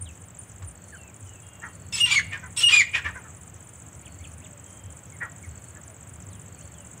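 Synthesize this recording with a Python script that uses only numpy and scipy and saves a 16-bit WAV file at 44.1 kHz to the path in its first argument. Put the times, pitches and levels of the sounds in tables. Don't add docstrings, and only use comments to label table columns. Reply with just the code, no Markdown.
import sys
import numpy as np
from scipy import signal
from scipy.fft import rfft, irfft, next_fast_len
from scipy.io import wavfile
from scipy.ndimage import map_coordinates

SR = 44100
rng = np.random.default_rng(int(sys.argv[2]) if len(sys.argv) > 2 else 0)


def master(y):
    cut = np.clip(np.atleast_2d(y).T, -1, 1)
    pcm = np.round(cut * 32767)
    wavfile.write(sys.argv[1], SR, pcm.astype(np.int16))


N = 308700

# start and length
# in seconds, pitch and sag in Hz, level in dB, overtone gain in dB, level of the rasp under the tone
# in dB, length of the closing tear in seconds, level of the tear in dB.
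NOTES = [(1.929, 0.032, 2680, 190, -37, 23.5, -34.5, .054, -30.5),
         (2, 0.06, 2855, 117, -16, 1, -45.5, 0.061, -28.5),
         (2.109, 0.029, 2360, 20, -17.5, 8.5, -26, 0.022, -25),
         (2.151, 0.049, 2260, 576, -16, 8.5, -35.5, 0.0051, -34),
         (2.569, 0.036, 2807, 240, -32, 23.5, -33, 0.031, -27),
         (2.629, 0.061, 2860, 12, -11.5, -2.5, -44.5, .029, -24),
         (2.721, 0.035, 2440, 8.4, -12.5, 2, -22, 0.014, -21),
         (2.758, .068, 2440, 636, -14, 3, -32, 0.0038, -35.5)]


def amp(db):
    return 10 ** (np.asarray(db) / 20)


def unit(x):
    return x / np.sqrt(np.mean(x ** 2) + 1e-20)


def along(points, hz):
    f, v = np.transpose(points)
    return np.interp(np.log(hz + 1), np.log(f + 1), v)


def clock(length):
    return np.arange(int(length * SR)) / SR


def wobble(rate, n):
    return map_coordinates(rng.standard_normal(4096), [np.arange(n) * rate / SR], mode="wrap")


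def coloured(x, spectrum):
    m = next_fast_len(len(x) + 2048)
    gain = amp(along(spectrum, np.fft.rfftfreq(m, 1 / SR)))
    return unit(irfft(rfft(x, m) * gain, m)[:len(x)])


def add(track, s, x):
    i = round(s * SR)
    part = x[max(-i, 0):max(len(track) - i, 0)]
    track[max(i, 0):max(i, 0) + len(part)] += part


def swell(t, length, edge):
    return np.sin(np.pi / 2 * np.clip(np.minimum(t, length - t) / edge, 0, 1))


def unsteady(hz, jitter, jitter_rate):
    return 2 * np.pi * np.cumsum(hz * (1 + jitter * wobble(jitter_rate, len(hz)))) / SR


def glide(t, length, pitches, jitter, jitter_rate):
    return unsteady(np.polyval(np.polyfit([0, .5, 1], pitches, 2), t / length), jitter, jitter_rate)


def outdoors(x, early_db, tail_db):
    # frequency in Hz, time to fall 60 dB in seconds.
    decay_times = [(500, 0.17), (2500, 0.65), (6000, 0.32), (12000, 0.23)]
    hz, t, noise = signal.stft(rng.standard_normal(SR // 2), SR, nperseg=256)
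    tail = signal.istft(noise * amp(-60 * t / along(decay_times, hz)[:, None]), SR, nperseg=256)[1]
    response = amp(tail_db) * tail / np.linalg.norm(tail)
    for delay, db in [(.011, 0.5), (.019, -2), (.031, -6.5), (.066, -14)]:
        response[round(delay * SR)] += amp(early_db + db)
    return x + signal.fftconvolve(x, response)[:N]


def background(hum_gain_db=4, air_db=-53.5, chorus_db=-60):
    # frequency in Hz, gain in dB.
    hum_spectrum = [(25, -39), (42, -37), (58, -13), (72, 2.5), (100, 5), (135, -3.5), (180, -3),
                    (230, -16), (400, -25.5), (900, -55)]
    air_spectrum = [(100, -13.5), (250, 5), (400, -0.5), (600, 1), (900, -3), (1400, -3.5), (2200, -8),
                    (3200, -12), (4200, -23.5), (5500, -25), (10500, -26.5), (13000, -22.5), (15500, -17.5)]
    chorus_spectrum = [(4500, -43.5), (5600, -20.5), (6300, 12), (7400, 15), (8200, 17.5), (8700, -2),
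                       (9300, -4), (9900, -46), (11000, -56)]
    # time in seconds, relative level in dB.
    hum_drift = [(0.0, -52), (1.07, -54), (1.64, -52.5), (1.79, -48.5), (2.05, -45), (2.36, -48),
                 (3.74, -53), (4.23, -48.5), (4.68, -53.5), (5.38, -49.5), (6.0, -54), (6.32, -47.5),
                 (6.84, -52), (7.0, -49)]
    t = np.arange(N) / SR
    hum_db = np.interp(t, *np.transpose(hum_drift)) + hum_gain_db
    hum = amp(hum_db) * coloured(rng.standard_normal(N), hum_spectrum)
    hiss_db = np.interp(t, [0, N / SR], [air_db - .7, air_db + 0.64])
    hiss = amp(hiss_db) * coloured(rng.standard_normal(N), air_spectrum)
    chorus = amp(chorus_db + 2.8 * wobble(13, N)) * coloured(rng.standard_normal(N), chorus_spectrum)
    return hum + hiss + chorus


def thuds(start_s=-.012, period_s=.6055, length=0.17):
    beat_levels = [-33, -31.5, -38.5, -40, -47, -34, -53.5, -45.5, -37.5, -36.5, -41, -54]
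    out, t = np.zeros(N), clock(length)
    shape = amp(np.interp(t, [0, .045, .09, .15], [-17, -2, -10.5, -23])) * swell(t, length, 0.02)
    for beat, db in enumerate(beat_levels):
        tone = unit(np.sin(glide(t, length, [104, 78, 58], 0.071, 56)))
        add(out, start_s + beat * period_s, amp(db) * shape * tone)
    return out


def ticks(t60=0.12):
    # start in seconds, level in dB.
    bursts = [(0.622, -46), (3.582, -64)]
    # frequency in Hz, gain in dB.
    spectrum = [(300, -3), (700, -4), (1100, 12), (1700, 3), (3000, -3), (6000, -14), (12000, -26),
                (15500, -22.5)]
    out, t = np.zeros(N), clock(0.071)
    for s, db in bursts:
        add(out, s, amp(db - 60 * t / t60) * coloured(rng.standard_normal(len(t)), spectrum))
    return out


def small_birds(low_hz=2080, high_hz=3680, rise_s=0.039, fall_s=0.021, arch=0.038, wander=0.095):
    # start and length in seconds, first and last pitch in Hz, level in dB.
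    slurs = [(.056, 0.052, 3850, 2190, -52), (.924, 0.045, 1820, 1360, -47.5), (.95, .16, 3000, 2350, -59),
             (1.261, 0.14, 3200, 2450, -62), (1.42, 0.29, 2830, 2760, -63.5),
             (1.427, 0.3, 3260, 3150, -66.5), (4.19, .04, 2080, 2300, -59.5),
             (4.64, 0.29, 3200, 3140, -66.5), (5.12, .046, 2320, 1940, -57),
             (5.432, 0.033, 2380, 1840, -51), (6.295, .1, 4960, 2550, -65.5),
             (6.566, .065, 2250, 3380, -62), (6.743, 0.096, 3400, 2580, -63)]
    # time of the turn in seconds, level of the fall in dB, rise relative to it in dB.
    whips = [(4.061, -50.5, -10), (4.24, -47.5, -18), (4.449, -52.5, -6)]
    # start in seconds, level in dB.
    pips = [(.01, -34.5), (0.388, -38.5), (.672, -41)]
    rises = [(s - rise_s, rise_s, low_hz, high_hz, db + rise_db) for s, db, rise_db in whips]
    falls = [(s, fall_s, high_hz, low_hz, db) for s, db, _ in whips]
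    pip_sweeps = [(s, 0.0185, 9130, 8940, db) for s, db in pips]
    out = np.zeros(N)
    for s, length, start_hz, end_hz, db in list(slurs) + rises + falls + pip_sweeps:
        t = clock(length)
        bend = arch * np.sin(np.pi * t / length) + wander * wobble(45, len(t))
        hz = np.geomspace(start_hz, end_hz, len(t)) + abs(end_hz - start_hz) * bend
        tone = np.sin(unsteady(hz, 0.013, 352))
        flutter = amp(2.3 * wobble(164, len(t)))
        add(out, s, amp(db) * swell(t, length, 0.0042) * unit(tone * flutter))
    return out


def twitters(hz=4500, run_s=.27, period_s=.04):
    # start in seconds, level at mid-run in dB.
    runs = [(.75, -65.5), (1.661, -66), (4.017, -67), (5.44, -69), (6.469, -65.5)]
    out, t = np.zeros(N), clock(0.041)
    for start, run_db in runs:
        for s in np.arange(0, run_s, period_s):
            db = run_db + rng.normal(0, 1.9) - 5 * abs(2 * s / run_s - 1)
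            onset = start + s + rng.normal(0, 0.0079)
            tone = np.sin(glide(t, 0.03, hz * np.array([1.02, 1, .97]), 0.017, 400))
            add(out, onset, amp(db) * swell(t, 0.052, 0.0226) * tone)
    return out


def dove(db=-55, length=0.1):
    # start in seconds, pitch in Hz.
    coos = [(4.41, 621), (4.477, 592), (5.28, 679), (5.748, 587), (5.87, 666), (6.6, 581), (6.761, 584)]
    out, t = np.zeros(N), clock(length)
    for s, hz in coos:
        add(out, s, amp(db) * swell(t, length, 0.064) * np.sin(glide(t, length, [hz] * 3, 0.024, 59)))
    return out


def buzzes(db=-55, hz=6380, length=0.063, period_s=.381, pulse_hz=170):
    out, t = np.zeros(N), clock(length)
    teeth = np.abs(np.sin(np.pi * pulse_hz * t))
    for s in np.arange(.1, N / SR, period_s):
        tone = np.sin(glide(t, length, [hz] * 3, 0.074, 2200))
        add(out, s, amp(db) * swell(t, length, .025) * teeth * tone)
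    return out


def crickets(near_db=-52, far_db=-60, near_hz=9130, far_hz=9440, slide_hz=130, pulse_s=.048):
    # start of a bout in seconds, number of pulses in each of its chirps.
    bouts = [(.19, (2, 2, 2, 3, 3, 2, 3, 3, 3, 2, 2, 2, 2, 3, 4, 3, 4)),
             (4.674, (2, 2, 3, 2, 2, 2, 2, 3, 2, 2))]
    out, near = np.zeros(N), []
    for s, counts in bouts:
        for count in counts:
            near.append((s, count * pulse_s))
            s += count * pulse_s + .1288
    far = [(s + rng.normal(0, 0.042), .19) for s in np.arange(.1, N / SR, .26)]
    for chirps, hz, db in ((near, near_hz, near_db), (far, far_hz, far_db)):
        for s, length in chirps:
            t = clock(length)
            stroke = t / pulse_s % 1
            tone = np.sin(unsteady(hz + slide_hz * (1 - 2 * stroke), 0.0042, 870))
            add(out, s, amp(db) * np.sin(np.pi * stroke) ** 2 * swell(t, length, .008) * tone)
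    return out


def trill(first_db=-39, last_db=-37, period_s=.06498, pair_gap_s=.0208, length=.0135):
    # time in seconds, the insect's lag behind a steady beat in seconds.
    lags = [(.42, -.001), (.47, .017), (1.39, .011), (1.84, .021), (2.23, .012), (3, .011), (4.5, .002),
            (5.28, .009), (7, 0)]
    out, t = np.zeros(N), clock(length)
    beats = np.arange(.021, N / SR, period_s)
    stroke_db = [-41.5, -4.5, -15.5, 2, -11.5, -14.5, -18.5]
    stroke = amp(np.interp(t / length, [0, .14, .27, .39, .55, .85, 1], stroke_db))
    for s in beats + np.interp(beats, *np.transpose(lags)):
        db = np.interp(s, [0, N / SR], [first_db, last_db])
        for delay in (0, pair_gap_s):
            phase = glide(t, length, [8550, 7330, 5900], 0.018, 2100)
            add(out, s + delay, amp(db + rng.normal(0, 1)) * stroke * np.sin(phase))
    return out


def rattle(phase, noise_db, flutter_db, formant, count=30):
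    n = len(phase)
    top_hz = np.max(np.diff(phase)) * SR / (2 * np.pi)
    harmonics = np.zeros(n)
    for k in range(1, count + 1):
        gain = formant(k) * amp(flutter_db * np.tanh(wobble(170, n)))
        harmonics += gain * np.cos(k * phase + rng.normal(0, 1.5)) * (k * top_hz < SR / 2)
    puffs = (1 + np.cos(phase)) * rng.standard_normal(SR)[:n]
    return unit(harmonics), amp(noise_db) * puffs


def clucks(length=.075, peak_s=0.024, rise_db_per_s=850, fall_db_per_s=400, width_hz=420):
    # start in seconds, level in dB, nominal pitch and beak resonance in Hz.
    calls = [(1.617, -33, 479, 1600), (2.31, -28, 607.3, 2000), (2.416, -39, 511, 1560),
             (2.93, -18.5, 646.4, 2140), (3.036, -24.5, 598, 1895), (3.138, -37, 516, 1550),
             (3.236, -46, 453, 1360), (5.2, -28.5, 485, 1770), (5.741, -50, 440, 1670)]
    # frequency in Hz, gain in dB.
    throat = [(400, 2), (700, -1), (1050, 3.5), (1300, 0), (1800, 4), (2600, 3), (3400, 3.5), (4300, -5),
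              (7000, 2), (12000, -10), (16000, -35)]
    out, t = np.zeros(N), clock(length)
    below_peak_db = np.maximum(rise_db_per_s * (peak_s - t), fall_db_per_s * (t - peak_s))
    shape = amp(-below_peak_db) * swell(t, length, 0.0061)
    beak = lambda offset_hz: 1 / np.hypot(1, offset_hz / width_hz)
    grid_hz = np.geomspace(200, 16000, num=40)
    for s, db, pitch_hz, beak_hz in calls:
        phase = glide(t, length, pitch_hz * np.array([.88, .98, .66]), 0.039, 600)
        hz = np.gradient(phase) * SR / (2 * np.pi)
        centre_hz = beak_hz * np.interp(t / length, [0, .35, 1], [1.15, 1.03, .6])
        resonance = lambda k: beak(k * hz - centre_hz) ** 2.66
        voice, air = rattle(phase, noise_db=-7, flutter_db=2.5, formant=resonance)
        air = np.std(air) * coloured(air, [(f, 20 * np.log10(beak(f - beak_hz))) for f in grid_hz])
        note = coloured(voice + air, throat)
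        treble_db = 0.14 * (pitch_hz - 604)
        add(out, s, amp(db) * shape * coloured(note, [(1950, 0), (2900, treble_db)]))
    return out


def rasps(order=6, jitter=0.0397, lead_s=0.0064, crossover_s=0.0086):
    # frequency in Hz, gain in dB.
    throat = [(400, -24), (800, -25), (1080, -4.5), (1400, -13.5), (1800, -7.5), (2400, -3), (3500, -0.5),
              (4300, -11.5), (5200, -13.5), (6200, -15), (8200, -15), (9500, -22.5), (12000, -45),
              (15500, -28)]
    out = np.zeros(N)
    emphasis = lambda k: 2 if k % order == 0 else 1
    for s, tone_s, pitch_hz, _, _, overtone_db, under_db, tear_s, tear_db in NOTES:
        length = lead_s + tone_s + tear_s
        t = clock(length)
        gain = np.interp(t - lead_s, [tone_s - crossover_s, tone_s], amp([under_db, tear_db]))
        phase = glide(t, length, pitch_hz / order * np.array([1.01, 1.02, .94]), jitter, 220.1)
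        voice, air = rattle(phase, noise_db=-5.5, flutter_db=12.5, formant=emphasis)
        treble_db = -0.5 + 0.43 * overtone_db
        note = coloured(coloured(voice + air, throat), [(2500, 0), (7000, treble_db)])
        flutter = amp(0.51 * wobble(171, len(t)))
        add(out, s - lead_s, gain * flutter * swell(t, length, 0.0056) * note)
    return out


def whistles(break_hz=2280, fade_db_per_s=52, attack_s=0.019, release_s=.009):
    # harmonic number, relative level in dB.
    overtones = [(2, -20), (3, -17), (4, -36), (5, -47)]
    out = np.zeros(N)
    for s, length, pitch_hz, sag_hz, db, overtone_db, *_ in NOTES:
        t = clock(length)
        scoop_hz = 14 * overtone_db * np.exp(-t / 0.00603)
        hz = pitch_hz - sag_hz * (t / length) ** 3.1 - scoop_hz
        lowness = np.clip((break_hz - hz) / 400, 0, 1)
        phase = unsteady(hz, 0.0045 + 0.054 * lowness, 704)
        upper_db = overtone_db - 22 * lowness
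        upper = sum(amp(level + upper_db + 4 * wobble(218, len(t))) * np.sin(k * phase)
                    for k, level in overtones)
        shape = np.sin(np.pi / 2 * np.clip(np.minimum(t / attack_s, (length - t) / release_s), 0, 1))
        flutter_db = 10.5 * lowness * np.tanh(wobble(330, len(t)))
        gain = np.sqrt(2) * amp(db - fade_db_per_s * t + flutter_db)
        add(out, s, gain * shape * (np.sin(phase) + upper))
    return out


def scene():
    francolins = outdoors(whistles() + rasps() + clucks(), early_db=-10, tail_db=-18.5)
    far_birds = outdoors(small_birds() + twitters() + dove(), early_db=-12.5, tail_db=-18.5)
    insects = outdoors(trill() + crickets() + buzzes(), early_db=-26, tail_db=-21.5)
    return (francolins + far_birds + insects + ticks() + thuds() + background())[None]


def record(dry):
    top_hz = 15650
    m = next_fast_len(N + 8192)
    return irfft(rfft(dry, m) * (np.fft.rfftfreq(m, 1 / SR) < top_hz), m)[..., :N]


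dry = scene()
out = record(dry)
master(out)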